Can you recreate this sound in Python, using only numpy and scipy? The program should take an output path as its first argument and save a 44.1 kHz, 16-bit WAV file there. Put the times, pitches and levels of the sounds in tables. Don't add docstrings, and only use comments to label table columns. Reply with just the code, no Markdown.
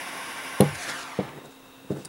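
import sys
import numpy as np
from scipy import signal
from scipy.fft import rfft, irfft, next_fast_len
from scipy.io import wavfile
from scipy.ndimage import map_coordinates

SR = 44100
rng = np.random.default_rng(int(sys.argv[2]) if len(sys.argv) > 2 else 0)


def master(y):
    cut = np.clip(np.atleast_2d(y).T, -1, 1)
    pcm = np.round(cut * 32767)
    wavfile.write(sys.argv[1], SR, pcm.astype(np.int16))


N = 91816


def amp(db):
    return 10 ** (np.asarray(db) / 20)


def unit(x):
    return x / np.sqrt(np.mean(x ** 2) + 1e-20)


def along(points, hz):
    f, v = np.transpose(points)
    return np.interp(np.log(hz + 1), np.log(f + 1), v)


def curves(rows):
    s, *columns = np.transpose(rows)
    return [np.interp(np.arange(N) / SR, s, column) for column in columns]


def wobble(rate):
    knots = rng.standard_normal(1024)
    return map_coordinates(knots, [np.arange(N) * rate / SR], mode="mirror")


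def filtered(x, response):
    m = next_fast_len(N + SR // 2)
    spectrum = rfft(x, m) * response(np.fft.rfftfreq(m, 1 / SR))
    return irfft(spectrum, m)[..., :N]


def noise(spectrum):
    return unit(filtered(rng.standard_normal(N), lambda hz: amp(along(spectrum, hz))))


def bands(rows):
    total = np.zeros(N)
    for hz, width, db in rows:
        band = filtered(rng.standard_normal(N), lambda f: 1 / (1 + (1.24 * (f - hz) / width) ** 2))
        total += amp(db) * unit(band)
    return total


def fade(t, t60):
    return np.exp(-np.log(1000) * t / t60)


def ring(modes, t, tilt_db=0, pivot_hz=350):
    total = 0
    for hz, db, t60 in modes:
        gain = amp(db + tilt_db * np.log2(hz / pivot_hz) + rng.normal())
        total = total + gain * fade(t, t60) * np.sin(2 * np.pi * hz * t)
    return total


def add(track, s, sound):
    start = round(s * SR)
    track[start:] += sound[:N - start]


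def flame():
    # time_s, level_db
    on_cord = [(0, -35), (.1, -35), (.6, -35), (.68, -36), (.76, -38.5), (.85, -56), (1, -67)]
    # time_s, level_db, treble_db as the nozzle faces or leaves the microphone
    in_air = [(.6, -51, -2), (.66, -41.5, -7), (.74, -41.5, -3.5), (.79, -39.5, 5), (.83, -36, 5),
              (.855, -36.5, 2), (.9, -32, 2), (.95, -35.5, 0), (.99, -36.5, 2.5), (1.03, -38, -1),
              (1.07, -41, -0.5), (1.17, -40.5, -3.5), (1.29, -45.5, -8.5), (1.42, -53.5, -14),
              (1.56, -85, -15)]
    # time_s, lag_ms
    table_lag = [(.6, 0.3706), (.7, .38), (.8, .47), (.87, 0.5), (1, 0.73), (1.15, 0.93), (1.5, 1)]
    # frequency_hz, density_db
    cord_jet = [(40, -39), (100, -23), (150, -15.5), (330, -12), (480, -11.5), (660, -9.5), (800, -3.5),
                (1200, -8.5), (1600, -1.5), (2100, -10.5), (2600, -12.5), (3100, -15.5), (3700, -11),
                (4400, -20.5), (4800, -17.5), (5400, -19.5), (6600, -18.5), (7900, -27), (8650, -25.5),
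                (9400, -10), (10200, -18.5), (10950, -19), (12300, -27.5), (15500, -33)]
    air_jet = [(40, -34), (100, -17), (145, -8.5), (220, -11.5), (340, -5), (480, -5.5), (640, -2),
               (800, 3.5), (1050, 0), (1250, 0), (1600, 1), (2200, -2.5), (3000, -7), (3800, -10.5),
               (6000, -13), (8700, -19), (9800, -14.5), (11000, -17), (13000, -31), (15500, -38)]
    # centre_hz, width_hz, level_db against the jet noise
    pocket = [(940, 33, -12.5), (1095, 50, -5), (1445, 58, -8), (1555, 15, -11), (2020, 120, -10),
              (2255, 87, -15), (2870, 110, -20.5)]
    # centre_hz, width_hz, level_db against the jet noise
    whistle = [(800, 24, -13.5)]
    treble_hz, flutter_db, table_echo = 3330, 0.62, 0.4

    cord_db, = curves(on_cord)
    air_db, treble_db = curves(in_air)
    lag_ms, = curves(table_lag)
    cord_noise = unit(noise(cord_jet) + bands(pocket) + bands(whistle))
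    free = noise(air_jet)
    roar = filtered(free, lambda hz: 1 / (1 + (hz / treble_hz) ** 4))
    air_noise = roar + amp(treble_db) * (free - roar)
    jet = amp(cord_db) * cord_noise + amp(air_db) * air_noise
    jet = jet * amp(flutter_db * wobble(45.6))
    reflection = map_coordinates(jet, [np.arange(N) - lag_ms * SR / 1000])
    return jet + table_echo * reflection


def near_walls(x):
    longest_s = 0.014
    lags = rng.uniform(longest_s / 10, longest_s, size=8)
    return sum(np.pad(x, (round(lag * SR), 0))[:N] for lag in lags) / np.sqrt(len(lags))


def bumps():
    # start_s, level_db, tilt_db per octave, contact_ms
    blows = [(0.6035, -14, -3.5, 0.4), (0.6231, -29.5, 8.5, 0.38), (0.6508, -32.5, -8, 0.92),
             (1.1891, -23.5, 1, 0.55), (1.9049, -23, -2.5, 1.35), (1.9213, -44, -2, 1.3),
             (1.983, -41.5, -6.5, 1.6), (2.009, -47.5, -1, 0.44), (1.847, -49.5, 2, 1.1)]
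    # pitch_hz, level_db, t60_s
    table_modes = [(146, -6, 0.23), (201.8, 0, 0.11), (241, -2.5, 0.072), (306.6, -3.5, 0.14),
                   (322, -12.5, 0.17), (406, -7.5, 0.1), (458, -5, 0.12), (494.5, -6, 0.11),
                   (497, -14, 0.11), (599, -12.5, 0.16), (706, -5.5, 0.047), (819, -13.5, 0.18),
                   (867, -19, 0.13)]
    # frequency_hz, density_db
    thud_spectrum = [(50, -48), (130, -6.5), (250, -4.5), (500, -3), (750, -11.5), (1200, -14.5),
                     (2500, -47), (6000, -52)]
    knock_hz, knock_db, knock_t60_s = 410, 11.5, 0.015
    mode_rise_s = 0.0013
    thud_t60_s, thud_rise_s = 0.15, 0.0033
    bass_cut_hz = 92

    out, t = np.zeros(N), np.arange(N) / SR
    knock = amp(knock_db) * np.sin(2 * np.pi * knock_hz * t) * fade(t, knock_t60_s)
    for s, db, tilt_db, contact_ms in blows:
        push = np.sin(np.pi * np.clip(t * 1000 / contact_ms, 0, 1))[:SR // 50]
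        modes = ring(table_modes, t, tilt_db) * (1 - np.exp(-t / mode_rise_s))
        thud = noise(thud_spectrum) * fade(t, thud_t60_s) * (1 - np.exp(-t / thud_rise_s))
        add(out, s, amp(db) * signal.fftconvolve(knock + modes + thud, push / push.sum()))
    highpass = signal.butter(4, bass_cut_hz, "highpass", fs=SR, output="sos")
    return signal.sosfilt(highpass, out)


def clinks(hits, modes, crack_spectrum, crack_db, crack_t60):
    out, t = np.zeros(N), np.arange(N) / SR
    for s, db in hits:
        crack = amp(crack_db) * noise(crack_spectrum) * fade(t, crack_t60)
        add(out, s, amp(db) * (ring(modes, t) + crack))
    return out


def scissors():
    # start_s, level_db
    rattle_hits = [(.6066, -22.5), (.6076, -20.5)]
    # pitch_hz, level_db, t60_s
    steel_modes = [(2850, -11.5, 0.038), (4170, -14.5, 0.057), (6900, -19, 0.018), (9270, 0.5, 0.011),
                   (10500, -20, 0.011), (10710, 3.5, 0.012), (12410, -18, 0.031), (12500, -18, .035)]
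    # frequency_hz, density_db
    contact_spectrum = [(1500, -3), (3000, 1.5), (7000, -16), (10500, 0), (13000, -2), (16000, -43)]
    return clinks(rattle_hits, steel_modes, contact_spectrum, crack_db=3, crack_t60=0.011)


def lighter_case():
    # start_s, level_db
    settling_hits = [(2.0498, -36), (2.0545, -37), (2.0562, -44)]
    # pitch_hz, level_db, t60_s
    case_modes = [(4820, -5, 0.031), (5490, -0.5, 0.017), (6800, -9, .022), (8260, -15, 0.021),
                  (8930, -3.5, 0.037), (9800, -2, .02), (10100, -7, 0.018)]
    # frequency_hz, density_db
    contact_spectrum = [(1500, -9), (5000, -5), (10000, 0), (11500, -14), (16000, -25)]
    return clinks(settling_hits, case_modes, contact_spectrum, crack_db=-0.5, crack_t60=0.021)


def shudder():
    # peak_s, half_length_s (to 1/e), pitch_hz, width_hz, level_db
    s, half, hz, width, db = (.74, .04, 96, 20, -41)
    t = np.arange(N) / SR
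    return bands([(hz, width, db)]) * np.exp(-((t - s) / half) ** 2)


def slides():
    # start_s, length_s, level_db
    strokes = [(1.217, 0.3, -46.5), (1.889, .12, -41), (2.034, 0.0777, -51.5)]
    # frequency_hz, density_db
    cloth = [(40, -27), (140, 4.5), (190, -3), (400, 2), (700, -8), (1500, -14.5), (4000, -39),
             (10000, -30), (15000, -40)]
    edge_s, rough_db = 0.014, 3

    t = np.arange(N) / SR
    envelope = np.zeros(N)
    for s, length, db in strokes:
        edge_distance = np.minimum(t - s, s + length - t)
        envelope += amp(db) * np.clip(edge_distance / edge_s, 0, 1)
    return envelope * noise(cloth) * amp(rough_db * wobble(70))


def brushes():
    # peak_s, half_length_s (to 1/e), level_db, upper_edge_hz
    touches = [(0.754, 0.0072, -40.5, 12000), (0.835, 0.014, -38.5, 13000), (0.896, 0.021, -38.5, 8950),
               (1.021, 0.023, -42, 7000), (1.2, 0.014, -43.5, 3800), (1.288, .01, -47, 3000),
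               (1.456, 0.013, -56.5, 12000), (1.522, 0.023, -59, 12000), (1.92, 0.014, -53.5, 12000),
               (1.972, 0.011, -63, 12000), (2.009, 0.04, -54.5, 11000)]
    # frequency_hz, density_db
    brush_spectrum = [(1000, -4), (3000, -0.5), (6500, 1), (10500, -2), (13000, -15), (16000, -25)]
    rough_db = 2.5

    t, out = np.arange(N) / SR, np.zeros(N)
    grain = unit(noise(brush_spectrum) * amp(rough_db * wobble(400)))
    for s, half, db, edge_hz in touches:
        swish = unit(filtered(grain, lambda hz: 1 / (1 + (hz / edge_hz) ** 6)))
        out += amp(db) * np.exp(-((t - s) / half) ** 2) * swish
    return out


def room(x):
    # frequency_hz, t60_s
    walls = [(150, 0.11), (2000, 0.083), (12000, 0.053)]
    hz, t, z = signal.stft(rng.standard_normal(SR // 2), SR, nperseg=256)
    decaying = z * fade(t, along(walls, hz)[:, None])
    tail = signal.istft(decaying, SR, nperseg=256)[1]
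    delayed = np.pad(x, (SR // 200, 0))
    return signal.fftconvolve(delayed, tail / np.linalg.norm(tail))[:N]


def background():
    # frequency_hz, density_db
    room_tone = [(25, -14), (60, -15), (125, -7.5), (210, -10.5), (265, -4), (320, -7), (480, -8),
                 (620, -9), (950, -8), (1500, -11), (2300, -18.5), (3300, -16.5), (4600, -22), (8000, -23),
                 (15000, -26)]
    # centre_hz, width_hz, rms_db
    fan_bands = [(2675, 114, -62.5), (3744, 144, -62)]
    # pitch_hz, rms_db
    tones = [(267, -55.5), (461, -64), (525, -65.5), (15668, -69)]
    room_db = -52.5

    t = np.arange(N) / SR
    hum = np.zeros(N)
    for hz, db in tones:
        phase = 2 * np.pi * hz * t + 0.4 * wobble(6.2)
        hum += amp(db) * np.sqrt(2) * np.sin(phase)
    return amp(room_db) * noise(room_tone) + bands(fan_bands) + hum


def scene():
    near_walls_db, wet_db = -9.5, -16.5
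    jet = flame()
    near = jet + amp(near_walls_db) * near_walls(jet)
    near = near + bumps() + scissors() + lighter_case() + shudder() + slides() + brushes()
    mono = near + amp(wet_db) * room(near) + background()
    return np.array([mono, mono])


def record(dry):
    top_hz = 16000
    return filtered(dry, lambda hz: hz < top_hz)


dry = scene()
out = record(dry)
master(out)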